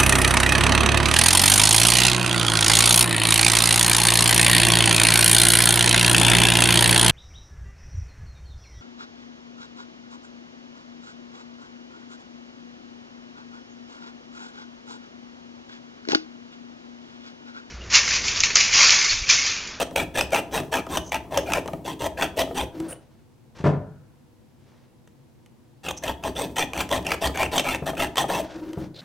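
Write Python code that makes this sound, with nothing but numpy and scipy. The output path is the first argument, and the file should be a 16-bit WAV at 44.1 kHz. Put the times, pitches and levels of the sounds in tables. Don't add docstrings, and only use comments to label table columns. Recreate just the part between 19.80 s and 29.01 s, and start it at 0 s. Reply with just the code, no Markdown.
import sys
import numpy as np
from scipy import signal
from scipy.fft import rfft, irfft
from scipy.io import wavfile
from scipy.ndimage import uniform_filter1d

SR = 44100
rng = np.random.default_rng(int(sys.argv[2]) if len(sys.argv) > 2 else 0)


def wrap_up_sound(samples):
    columns = np.atleast_2d(samples).T
    tamed = np.clip(columns, -1, 1)
    steps = np.round(tamed * 32767).astype(np.int16)
    wavfile.write(sys.argv[1], SR, steps)


N = 406161
TIME, FREQS = np.arange(N) / SR, np.fft.rfftfreq(N, 1 / SR)


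def amp(db):
    return 10 ** (np.asarray(db) / 20)

def unit(x):
    return x / np.sqrt(np.mean(x ** 2) + 1e-20)

def read(points, hz):
    f, value = np.transpose(points)
    return np.interp(np.log(hz + 1), np.log(f + 1), value)

def add(mix, s, sound):
    part = mix[max(round(s * SR), 0):][:len(sound)]
    part += sound[:len(part)]

def noise(spectrum):
    return unit(irfft(rfft(rng.standard_normal(N)) * amp(read(spectrum, FREQS)), N))

def wander(hz):
    return unit(irfft(rfft(rng.standard_normal(N)) * np.exp(-(FREQS / hz) ** 2), N))

def response(spectrum, size=4096):
    log_gain = np.log(amp(read(spectrum, abs(np.fft.fftfreq(size, 1 / SR)))))
    h = np.fft.ifft(np.exp(np.conj(signal.hilbert(log_gain)))).real
    return h / np.linalg.norm(h)

def ringing(modes, size=4096):
    t = np.arange(size) / SR
    h = sum(amp(db) * np.sqrt(width) * np.exp(-np.pi * width * t) * np.sin(2 * np.pi * hz * t) * (-1)**k
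            for k, (hz, width, db) in enumerate(modes))
    return h / np.linalg.norm(h)

def through(x, h):
    return signal.oaconvolve(x, h)[:N]

def resonate(x, hz, width):
    turn, pole = np.exp(2j * np.pi * np.cumsum(hz) / SR), np.exp(-np.pi * width / SR)
    return turn * signal.lfilter([1 - pole], [1, -pole], x / turn)

def fade(start, end, db):
    progress = np.clip((TIME - start) / (end - start), 0, 1)
    return amp(db) * np.sqrt(np.clip(np.sin(np.pi * progress), 0, 1))

# frequency in Hz, level in dB.
FLOOR_SPECTRUM = [(15, -65), (25, -26.5), (141, -3.5), (161, -16.5), (249, -8), (270, -18), (335, -13),
                  (439, -25), (476, -16), (560, -25.5), (962, -26.5), (1190, -33.5), (5570, -41.5),
                  (16000, -48.5)]

def room_noise(db=-54):
    shared = noise(FLOOR_SPECTRUM)
    separate = np.array([noise(FLOOR_SPECTRUM), noise(FLOOR_SPECTRUM)])
    return amp(db) * unit(shared + 1.4 * separate)

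# frequency in Hz, T60 in seconds.
ROOM_T60 = [(100, 0.76), (250, 0.26), (600, 0.51), (1400, 0.33), (3700, 0.3), (9000, 0.24), (16000, 0.1)]
# frequency in Hz, ratio of unshared to shared reflections.
ROOM_SPREAD = [(150, .25), (600, 0.29), (1200, 0.77), (3000, 0.78), (9000, 1)]

def room(x, wet_db, gap_s=0.0022, size=24000):
    taps = rng.standard_normal((3, size)) * (rng.random((3, size)) < .12)
    hz, t, bands = signal.stft(taps * (np.arange(size) > gap_s * SR), SR, nperseg=256)
    spread = read(ROOM_SPREAD, hz)[:, None]
    bands = (bands[:1] + spread * bands[1:]) / np.hypot(1, spread)
    tail = signal.istft(bands * amp(-60 * t / read(ROOM_T60, hz)[:, None]), SR, nperseg=256)[1]
    return x + amp(wet_db) * signal.fftconvolve(x[None], tail / np.linalg.norm(tail[0]), axes=1)[:, :N]

# start and end in seconds, level in dB.
GRIPS = [(2.933, 3.173, -44.5), (3.16, 3.446, -63.5), (3.747, 3.904, -45.5), (4.78, 5.077, -64.5),
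         (8.615, 8.808, -45.5), (8.755, 8.964, -52.5), (8.942, 9.086, -49.5)]
# frequency in Hz, level in dB.
SKIN_SPECTRUM = [(500, 9), (1400, 3.5), (3000, -1), (6000, -6.5), (15000, -40)]

def gripping():
    rustle = unit(noise(SKIN_SPECTRUM) * amp(2 * wander(80) + 3.3 * wander(16)))
    return sum(fade(*row) for row in GRIPS) * rustle

def drag_envelope(column):
    curves = [np.transpose(rows) for rows in DRAGS]
    return sum(amp(np.interp(TIME, c[0], c[column], left=-120, right=-120)) for c in curves)

# time in seconds, groan and rub levels in dB.
DRAGS = [
    [(2.87, -47, -47), (2.908, -69, -59), (2.952, -39.5, -43), (3.016, -33, -50), (3.02, -32, -43),
     (3.136, -48, -34.5), (3.14, -54, -51), (3.2, -65, -56)],
    [(8.63, -32, -62), (8.702, -63, -43), (8.764, -39, -40), (8.884, -35.5, -48), (8.964, -40, -44),
     (8.988, -28, -44), (9.126, -50, -60), (9.2, -59, -43)],
]
# frequency and bandwidth in Hz, level in dB.
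GROAN_MODE = [(325, 11, 0)]
# frequency in Hz, level in dB.
RUB_SPECTRUM = [(250, -20.5), (550, 12.5), (950, -9), (1200, -7.5), (1450, 1), (1900, -14), (3000, -36)]

def dragging(slip_db=3, slip_hz=45):
    resonance = unit(through(rng.standard_normal(N), ringing(GROAN_MODE)))
    groan = unit(np.tanh(resonance / 1.6) * amp(slip_db * wander(slip_hz)))
    return amp(-0.5) * drag_envelope(1) * groan + amp(-6) * drag_envelope(2) * noise(RUB_SPECTRUM)

def load(start, length, rise, release):
    t = np.arange(0, length + 5 * release, 1 / SR)
    envelope = (1 - np.exp(-t / rise)) * np.exp(-np.maximum(t - length, 0) / release)
    return envelope[max(round(-start * SR), 0):]

# frequency in Hz, level in dB.
SWAY_SPECTRUM = [(20, -23), (45, -14), (66, 9.5), (85, -0.5), (110, -7), (170, -45.5)]
CREAK_SPECTRUM = [(70, -42), (115, -6), (145, -1.5), (180, 2), (210, -5.5), (260, -0.5), (400, -1.5),
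                  (700, -39)]

def bench(idle_sway_db=-52, idle_creak_db=-46):
    sway, creak = np.zeros((2, N))
    for start, length, _, _, force_db, *_, sway_db in STROKES:
        add(sway, start, amp(sway_db - 2.5) * load(start, length, rise=0.035, release=0.031))
        add(creak, start, amp(0.43 * force_db - 24.5) * load(start, length, rise=0.015, release=0.027))
    for s, *_ in CLACKS:
        add(creak, s, amp(-39) * load(s, length=0.02, rise=0.01, release=0.027))
    leaning = sum(fade(start, end, 0) for start, end in BOUTS)
    sway = np.hypot(sway, amp(idle_sway_db) * leaning)
    creak = np.hypot(creak, amp(idle_creak_db) * leaning) + amp(-9) * drag_envelope(1)
    return sway * unit(np.tanh(noise(SWAY_SPECTRUM) / 2)) + creak * noise(CREAK_SPECTRUM)

def spring(set_down_s=3.862, hz=1420, width_hz=240, db=-50, t60=1.0):
    coil = unit(through(rng.standard_normal(N), ringing([(hz, width_hz, 0)])))
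    return coil * (TIME > set_down_s) * amp(db - 60 * np.maximum(TIME - set_down_s, 0) / t60)

# time in seconds, level in dB, hardness as a cut-off in Hz.
KNOCKS = [(3.802, -19, 121), (3.841, -10, 1400), (3.853, -11, 1900), (3.862, -9, 2200),
          (3.869, -12.5, 1200), (3.882, -8.5, 400), (3.901, -12.5, 450), (3.934, -22, 700),
          (4.019, -25.5, 160), (.797, -19.5, 250), (1.935, -22.5, 250), (3.003, -24.5, 249),
          (8.023, -18.5, 500.7), (8.973, -16, 197), (9.018, -20, 200)]
# frequency in Hz, level in dB, T60 in seconds.
BENCH_MODES = [(144.54, -7.5, 0.26), (167.93, 4.5, 0.1), (194.9, -3, 0.17), (233.5, -8.5, 0.12),
               (322, -2.5, 0.12), (405, -2, 0.084), (522.2, -8, 0.071), (709.5, -5, 0.1),
               (944, -8.5, 0.086)]
# frequency in Hz, level in dB.
RATTLE_SPECTRUM = [(20, -37), (60, -9), (120, -10), (330, 3), (600, 1.5), (1200, -6), (2200, -16),
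                   (4000, -23.5), (7000, -26), (15000, -39)]

def knocks(rattle_db=-9, rattle_decay_s=0.017, size=16000):
    out, t = np.zeros(N), np.arange(size) / SR
    wood = sum(amp(db - 60 * t / t60) * np.sin(2 * np.pi * hz * t) for hz, db, t60 in BENCH_MODES)
    for s, db, cutoff_hz in KNOCKS:
        burst = rng.standard_normal(size) * np.exp(-t / rattle_decay_s)
        blow = wood / abs(wood).max() + amp(rattle_db) * through(burst, response(RATTLE_SPECTRUM))[:size]
        add(out, s, amp(db) * signal.lfilter(*signal.butter(1, cutoff_hz, fs=SR), blow))
    return signal.lfilter(*signal.butter(2, 80, "high", fs=SR), out)

# start and end in seconds, pitch and bandwidth in Hz, level in dB.
SQUEAKS = [(1.239, 1.319, 6250, 349.8, -49), (3.082, 3.142, 9400, 520, -38.5),
           (3.122, 3.13, 2950, 150, -39), (6.166, 6.189, 6080, 222, -34.5), (7.76, 7.772, 8000, 400, -33),
           (9.14, 9.26, 4018, 452, -44)]

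def squeaks():
    friction = unit(amp(3.3 * wander(110)) * rng.standard_normal(N))
    return sum(through(friction * fade(start, end, db), ringing([(hz, width, 0)]))
               for start, end, hz, width, db in SQUEAKS)

# time in seconds, level in dB.
TICKS = [(0.11, -41), (.506, -36), (.803, -33), (1.066, -40), (1.859, -40), (1.877, -29.5), (1.933, -36.5),
         (3.001, -33), (5.275, -48.5), (5.661, -48.5), (7.091, -30), (7.226, -39), (7.249, -35),
         (8.152, -40), (8.357, -25.5), (8.932, -36.5)]

def ticks(decay_s=0.0028, size=800):
    touch, t = np.zeros(N), np.arange(size) / SR
    for s, db in TICKS:
        add(touch, s, amp(db) * rng.standard_normal(size) * np.exp(-t / decay_s))
    scratch = amp(-4) * response(HISS_SPECTRUM) + amp(-6) * response(RASP_SPECTRUM)
    metal = amp(-29.5) * ringing(BLADE_TOP_MODES) + amp(-7.5) * response(CASTING_SPECTRUM)
    return through(touch, scratch + metal)

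# time in seconds, level in dB, pitch in Hz.
CLACKS = [(0.115, -30, 680), (.833, -23, 604), (1.068, -23, 660.5), (1.574, -9, 603), (1.632, -36, 650.4),
          (1.859, -19.5, 620), (1.884, -16.5, 627), (1.934, -18, 668), (2.675, -24.5, 650),
          (2.711, -18.5, 483), (6.695, -31, 657), (7.189, -17.5, 663.4), (7.494, -22, 480),
          (7.773, -14, 690), (8.024, -32, 602), (8.133, -20.5, 663.6), (8.441, -14.5, 800)]
# frequency and bandwidth in Hz, level in dB.
CASTING_MODES = [(677, 41, 11), (613, 90, -6.5), (769, 70, -9), (977, 81.3, 8), (1231, 28, -1),
                 (1695, 198.6, -34.5)]
# frequency in Hz, level in dB.
CASTING_SPECTRUM = [(120, -33), (260, -8.5), (430, 0.5), (700, 0.5), (980, 4.5), (1150, -5), (1450, -17),
                    (2200, -15), (2900, -25), (4200, -38)]

def clacks(decay_s=0.0075, body_decay_s=0.0031, size=4000):
    out, t = np.zeros(N), np.arange(size) / SR
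    casting = ringing(CASTING_MODES) + response(CASTING_SPECTRUM)
    for s, db, hz in CLACKS:
        body = through(rng.standard_normal(size) * np.exp(-t / body_decay_s), casting)[:size]
        mode = 0.52 * np.sin(2 * np.pi * hz * t) * np.exp(-t / decay_s)
        add(out, s, amp(db) * (mode + amp(-3) * body / abs(body).max()))
    return out

# time in seconds, level in dB, pitch in Hz, relative overtones in dB.
SNAGS = [(.161, -8, 2570, -25), (.375, -21, 2580, -8), (.41, -8.5, 2614, -4.5), (.546, -9.5, 2570, -20),
         (1.172, -14, 3050, -2), (1.320, -13, 2400, -21), (1.345, -14, 2480, -32), (1.574, -10, 2915, -0.5),
         (1.721, -14.5, 2565, -17), (1.735, -7, 2600, -16), (2.412, -16.5, 2440, -24),
         (2.424, -19, 2523, -14), (2.592, -18, 2613, 0.5), (6.087, -22.5, 3394, -0.5),
         (6.111, -21, 3310, -8), (6.237, -27, 3090, 2.5), (6.28, -20, 3045, -15), (6.438, -21.5, 2600, -13),
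         (6.783, -14, 3340, -18), (6.934, -19, 2400, -19), (6.977, -19.5, 2390, -26),
         (7.005, -15.5, 2399, -9), (7.114, -16.5, 3430, -21), (7.127, -15, 3430, -26),
         (7.267, -15.5, 2600, -7.5), (7.307, -17, 2300, -21), (7.320, -15.5, 2354, -24),
         (7.473, -30, 2267, 11.5), (7.574, -15.5, 2370, -24), (7.632, -13, 2380, -20),
         (7.780, -6.5, 3146, -8), (7.796, -9.5, 2740, -10), (7.887, -16, 2270, -21),
         (7.947, -17, 2460, -18), (8.224, -19, 3054, -26), (8.371, -12.5, 3318, -16),
         (8.381, -6.5, 3368, -21)]
# frequency in Hz, level in dB.
CRACK_SPECTRUM = [(150, -38.5), (600, 12), (1100, 11), (1800, -0.5), (2600, 2.5), (3400, -0.5), (4500, -12),
                  (6200, 2), (9000, -9), (12000, -7.5), (16000, -39)]

def snags(rise_s=0.00017, decay_s=0.003, crack_decay_s=0.0019, waver=0.07, size=1500):
    twangs, cracks, t = np.zeros(N), np.zeros(N), np.arange(size) / SR
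    envelope = (1 - np.exp(-t / rise_s)) * np.exp(-t / decay_s)
    for s, db, hz, overtone_db in SNAGS:
        jitter, chips = rng.standard_normal((2, size))
        phase = 2 * np.pi * np.cumsum(hz * (1 + waver * unit(uniform_filter1d(jitter, size=30)))) / SR
        overtones = np.sin(2 * phase) + 0.3 * np.sin(3 * phase) + 0.27 * np.sin(4 * phase)
        add(twangs, s, amp(db - 2) * (np.sin(phase) + amp(overtone_db) * overtones) * envelope)
        add(cracks, s, amp(db - 5) * chips * np.exp(-t / crack_decay_s))
    return twangs + through(cracks, response(CRACK_SPECTRUM))

def sticking(depth=0.61, half_lead_s=0.0053):
    held = np.zeros(N)
    for s, *_ in SNAGS:
        add(held, s - 2 * half_lead_s, np.hanning(int(1.8 * half_lead_s * SR)))
    return 1 - np.clip(depth * held, 0, .9)

def catches(per_s=22, decay_s=0.0043, size=1000):
    surges = (rng.random(N) < per_s / SR) * amp(6 + 1.5 * np.clip(rng.standard_normal(N), -2, 1))
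    return 1 + through(surges, np.exp(-np.arange(size) / SR / decay_s))

def sliding(x, wide_db, fine_db):
    bands = signal.stft(x, SR, nperseg=512, noverlap=384)[2]
    wide, fine = rng.standard_normal((2, *bands.shape))
    wide = uniform_filter1d(uniform_filter1d(wide, size=9, axis=0), size=8, axis=1)
    fine = uniform_filter1d(uniform_filter1d(fine, size=2, axis=0), size=16, axis=1)
    patches = unit(amp(wide_db * np.clip(unit(wide), -2, 2) + fine_db * np.clip(unit(fine), -2, 2)))
    return signal.istft(bands * patches, SR, nperseg=512, noverlap=384)[1][:N]

def honk(cut, speed, hz, glide=0.035, width_hz=90):
    swing = resonate(cut, hz * (1 + glide * (speed - .8) + 0.02 * wander(13)), width_hz)
    return np.sqrt(np.clip(speed, 0, 1)) * unit((swing / np.sqrt(abs(swing) + 1e-9)).real)

# time in seconds, frequency in Hz.
BLADE_PITCH = [(0, 2350), (1.5, 2400), (2.7, 2456), (6.4, 2497), (7.0, 2420), (7.9, 2240), (8.3, 2530)]

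def blade_ring(cut, width_hz=150):
    hz = np.interp(TIME, *np.transpose(BLADE_PITCH)) * (1 + 0.024 * wander(25))
    return unit(resonate(cut, hz, width_hz).real)

def teeth(speed, slow_hz=380, gain_hz=650, chatter_hz=165, chatter_db=4):
    bounce = np.cos(2 * np.pi * np.cumsum(chatter_hz * (1 + .25 * wander(69.6))) / SR)
    pressure = amp(chatter_db * bounce + 2.47 * np.clip(wander(73), -1.5, 1.5))
    tooth_hz = (slow_hz + gain_hz * speed) * (1 + .2 * wander(400))
    clicks = np.diff(np.floor(np.cumsum(tooth_hz) / SR), prepend=0)
    impacts = unit(clicks * amp(4 * np.clip(rng.standard_normal(N), -2, 1.5)))
    cut = unit(pressure * (impacts + amp(-3) * rng.standard_normal(N)))
    chips = unit(np.sqrt(pressure) * (impacts + amp(11.5) * rng.standard_normal(N)))
    return cut, chips

# start and length in seconds, place of the hardest bite from 0 to 1, swell and
# peak force in dB, ring and brightness in dB relative to the force, honk in Hz, bench sway in dB.
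STROKES = [(-.03, 0.06, 0.66, 2.5, -24, 1, -6.5, 581.4, -42),
           (.158, 0.081, 0.031, 16.3, -23, -1, -7, 630, -34.5),
           (.345, .095, 0.4, 15.4, -20.5, -5, -6.5, 590, -35.5),
           (.522, 0.08, 0.23, 7, -20.5, -3.5, -11.5, 586, -54),
           (.715, 0.097, 0.48, 14, -24, -6, -8, 592, -41),
           (.92, 0.077, 0.26, 5.5, -23.5, -2.5, -10.5, 648, -56),
           (1.092, 0.1, 0.87, 13.7, -25, -9.5, -8, 1000, -32),
           (1.319, 0.055, 0.36, 3.2, -29.5, 1, -12, 661, -40.5),
           (1.512, 0.088, .89, 9.9, -26.5, -12, -15, 597, -34),
           (1.665, .132, 0.94, 8, -26.5, -0.5, -14, 640, -44),
           (2.048, 0.089, 0.23, 5.8, -32, -13, -8, 648, -57),
           (2.196, 0.08, 0.89, 10.5, -26.5, -8.5, -7.5, 602, -35),
           (2.375, 0.091, 0.63, 18.7, -21, -3, -10.5, 640, -42),
           (2.565, 0.077, 0.37, 17, -18, -11, -10, 650, -36),
           (2.748, 0.094, 0.33, 4.7, -27, -10.5, -10, 820, -34),
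           (6.038, 0.078, 0.85, 9, -33, -4, -5.5, 789, -42),
           (6.228, 0.093, 0.45, 3.1, -29, -6, -12, 660, -38),
           (6.43, 0.07, .47, 5.56, -28.5, -16, -11.5, 639, -37),
           (6.553, 0.12, 0.36, 13, -28.5, -10, -7, 484, -42),
           (6.762, 0.081, 0.41, 6.6, -25, -5, -4, 722, -51),
           (6.945, .095, 0.71, 12.1, -26, -5.5, -7, 703, -38),
           (7.105, 0.075, 0.49, 6.2, -20.5, -11.5, -10, 597, -33),
           (7.25, 0.1, 0.97, 7.5, -29, 0.5, -10, 685, -40),
           (7.413, 0.068, .87, 11.9, -20, -12, -8, 623, -29.5),
           (7.545, 0.12, 0.73, 9.7, -26, 0.5, -10.5, 690, -35),
           (7.718, 0.091, .8, 11.2, -23, -3.5, -4, 636, -55),
           (7.842, 0.12, 0.45, 3, -28.5, -0.5, -7.5, 690, -43),
           (8.062, .048, 0.18, 4.9, -24.5, -16.5, -11.5, 660, -49),
           (8.172, .1, 0.53, 15.8, -23, -1, -8, 631, -42),
           (8.368, 0.065, 0.29, 10.4, -19.5, -9, -6, 718, -37),
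           (8.485, 0.13, 0.27, 6.7, -23.5, -13, -11, 611, -40.5)]

def strokes(attack_s=0.0056, release_s=0.0045, curve=1.36):
    speed, honk_hz, forces = np.zeros(N), np.zeros(N), np.zeros((5, N))
    for start, length, bite, swell_db, force_db, ring_db, bright_db, hz, _ in STROKES:
        near = slice(max(int((start - .02) * SR), 0), int((start + length + .08) * SR))
        t = TIME[near] - start
        contact = np.clip(t / attack_s + 1, 0, 1) * np.exp(-np.maximum(t - length, 0) / release_s)
        from_bite = abs(np.interp(t / length, [0, bite, 1], [-1, 0, 1]))
        shares = amp([0, ring_db, bright_db - 0.6, bright_db + 0.54, 0.94 * ring_db - 5])
        forces[:, near] += shares[:, None] * contact * amp(force_db - swell_db * from_bite ** curve)
        speed[near] += np.sin(np.pi * np.clip(t / length, 0, 1))
        honk_hz[near.start:] = hz
    return speed, honk_hz, forces

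BOUTS = [(-.5, 3.2), (6.03, 8.64)]
# frequency and bandwidth in Hz, level in dB.
BLADE_HIGH_MODES = [(3310, 440, 8.5), (3178, 79, 5.5), (3423, 170, -8.5)]
BLADE_TOP_MODES = [(5875, 390, 1.5), (6150, 280, 3), (7020, 40, -4), (8240, 112, 7), (9440, 56, -22.5),
                   (11230, 190, -13), (14700, 406, 0)]
# frequency in Hz, level in dB.
RASP_SPECTRUM = [(900, -17), (1230, 5), (1450, -3.5), (1680, 2.5), (1950, -1), (2200, -4.5), (2900, -3),
                 (4200, -35.5)]
HISS_SPECTRUM = [(1500, -28), (3000, 9), (3900, 0.5), (4500, 1), (5200, -3), (6100, 6), (6700, -6),
                 (8000, 2), (9500, -7.5), (12500, -7), (16000, -21.5)]

def sawing(skim_db=-50):
    speed, honk_hz, forces = strokes()
    push, low, high, hiss, rasp = forces * sticking()
    low, high, rasp = np.array([low, high, rasp]) * catches()
    cut, chips = teeth(speed)
    push += sum(fade(start, end, skim_db) for start, end in BOUTS)
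    body = through(cut * push, amp(-3) * response(CASTING_SPECTRUM) + amp(-10) * ringing(CASTING_MODES))
    honking = amp(-7.5) * push * honk(cut, speed, honk_hz)
    blade = amp(-7) * low * blade_ring(cut)
    blade += through(cut * high, amp(-4) * ringing(BLADE_HIGH_MODES))
    blade += through(cut * rasp, amp(-0.5) * response(RASP_SPECTRUM))
    fizz = through(chips * hiss, amp(-2.5) * response(HISS_SPECTRUM))
    fizz += through(cut * hiss, amp(-10) * ringing(BLADE_TOP_MODES))
    fizz = sliding(fizz, wide_db=3, fine_db=2.3)
    return sliding(body + blade, wide_db=0.9, fine_db=5.5) + honking + fizz

def scene():
    floor = room_noise()
    saw = room(sawing() + snags() + clacks() + ticks() + squeaks(), wet_db=-12)
    blows = room(knocks() + spring(), wet_db=-6.5)
    rumble = room(bench() + dragging() + gripping(), wet_db=-11)
    return saw + blows + rumble + floor

# frequency in Hz, left minus right in dB.
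BALANCE_DB = [(40, -1.5), (140, 1), (500, 2.5), (1500, 1.6), (4000, -0.7), (9000, -3), (15000, -1.5)]

def record(dry, ceiling=0.36, edge_hz=16200):
    lean_db = read(BALANCE_DB, FREQS) / 2
    heard = irfft(rfft(dry) * amp([lean_db, -lean_db]), N)
    heard = heard / (1 + (heard / ceiling) ** 4) ** (1 / 4)
    lowpass = signal.firwin(511, edge_hz, window=("kaiser", 9), fs=SR)
    return signal.oaconvolve(heard, lowpass[None], "same")

dry = scene()
out = record(dry)
wrap_up_sound(out)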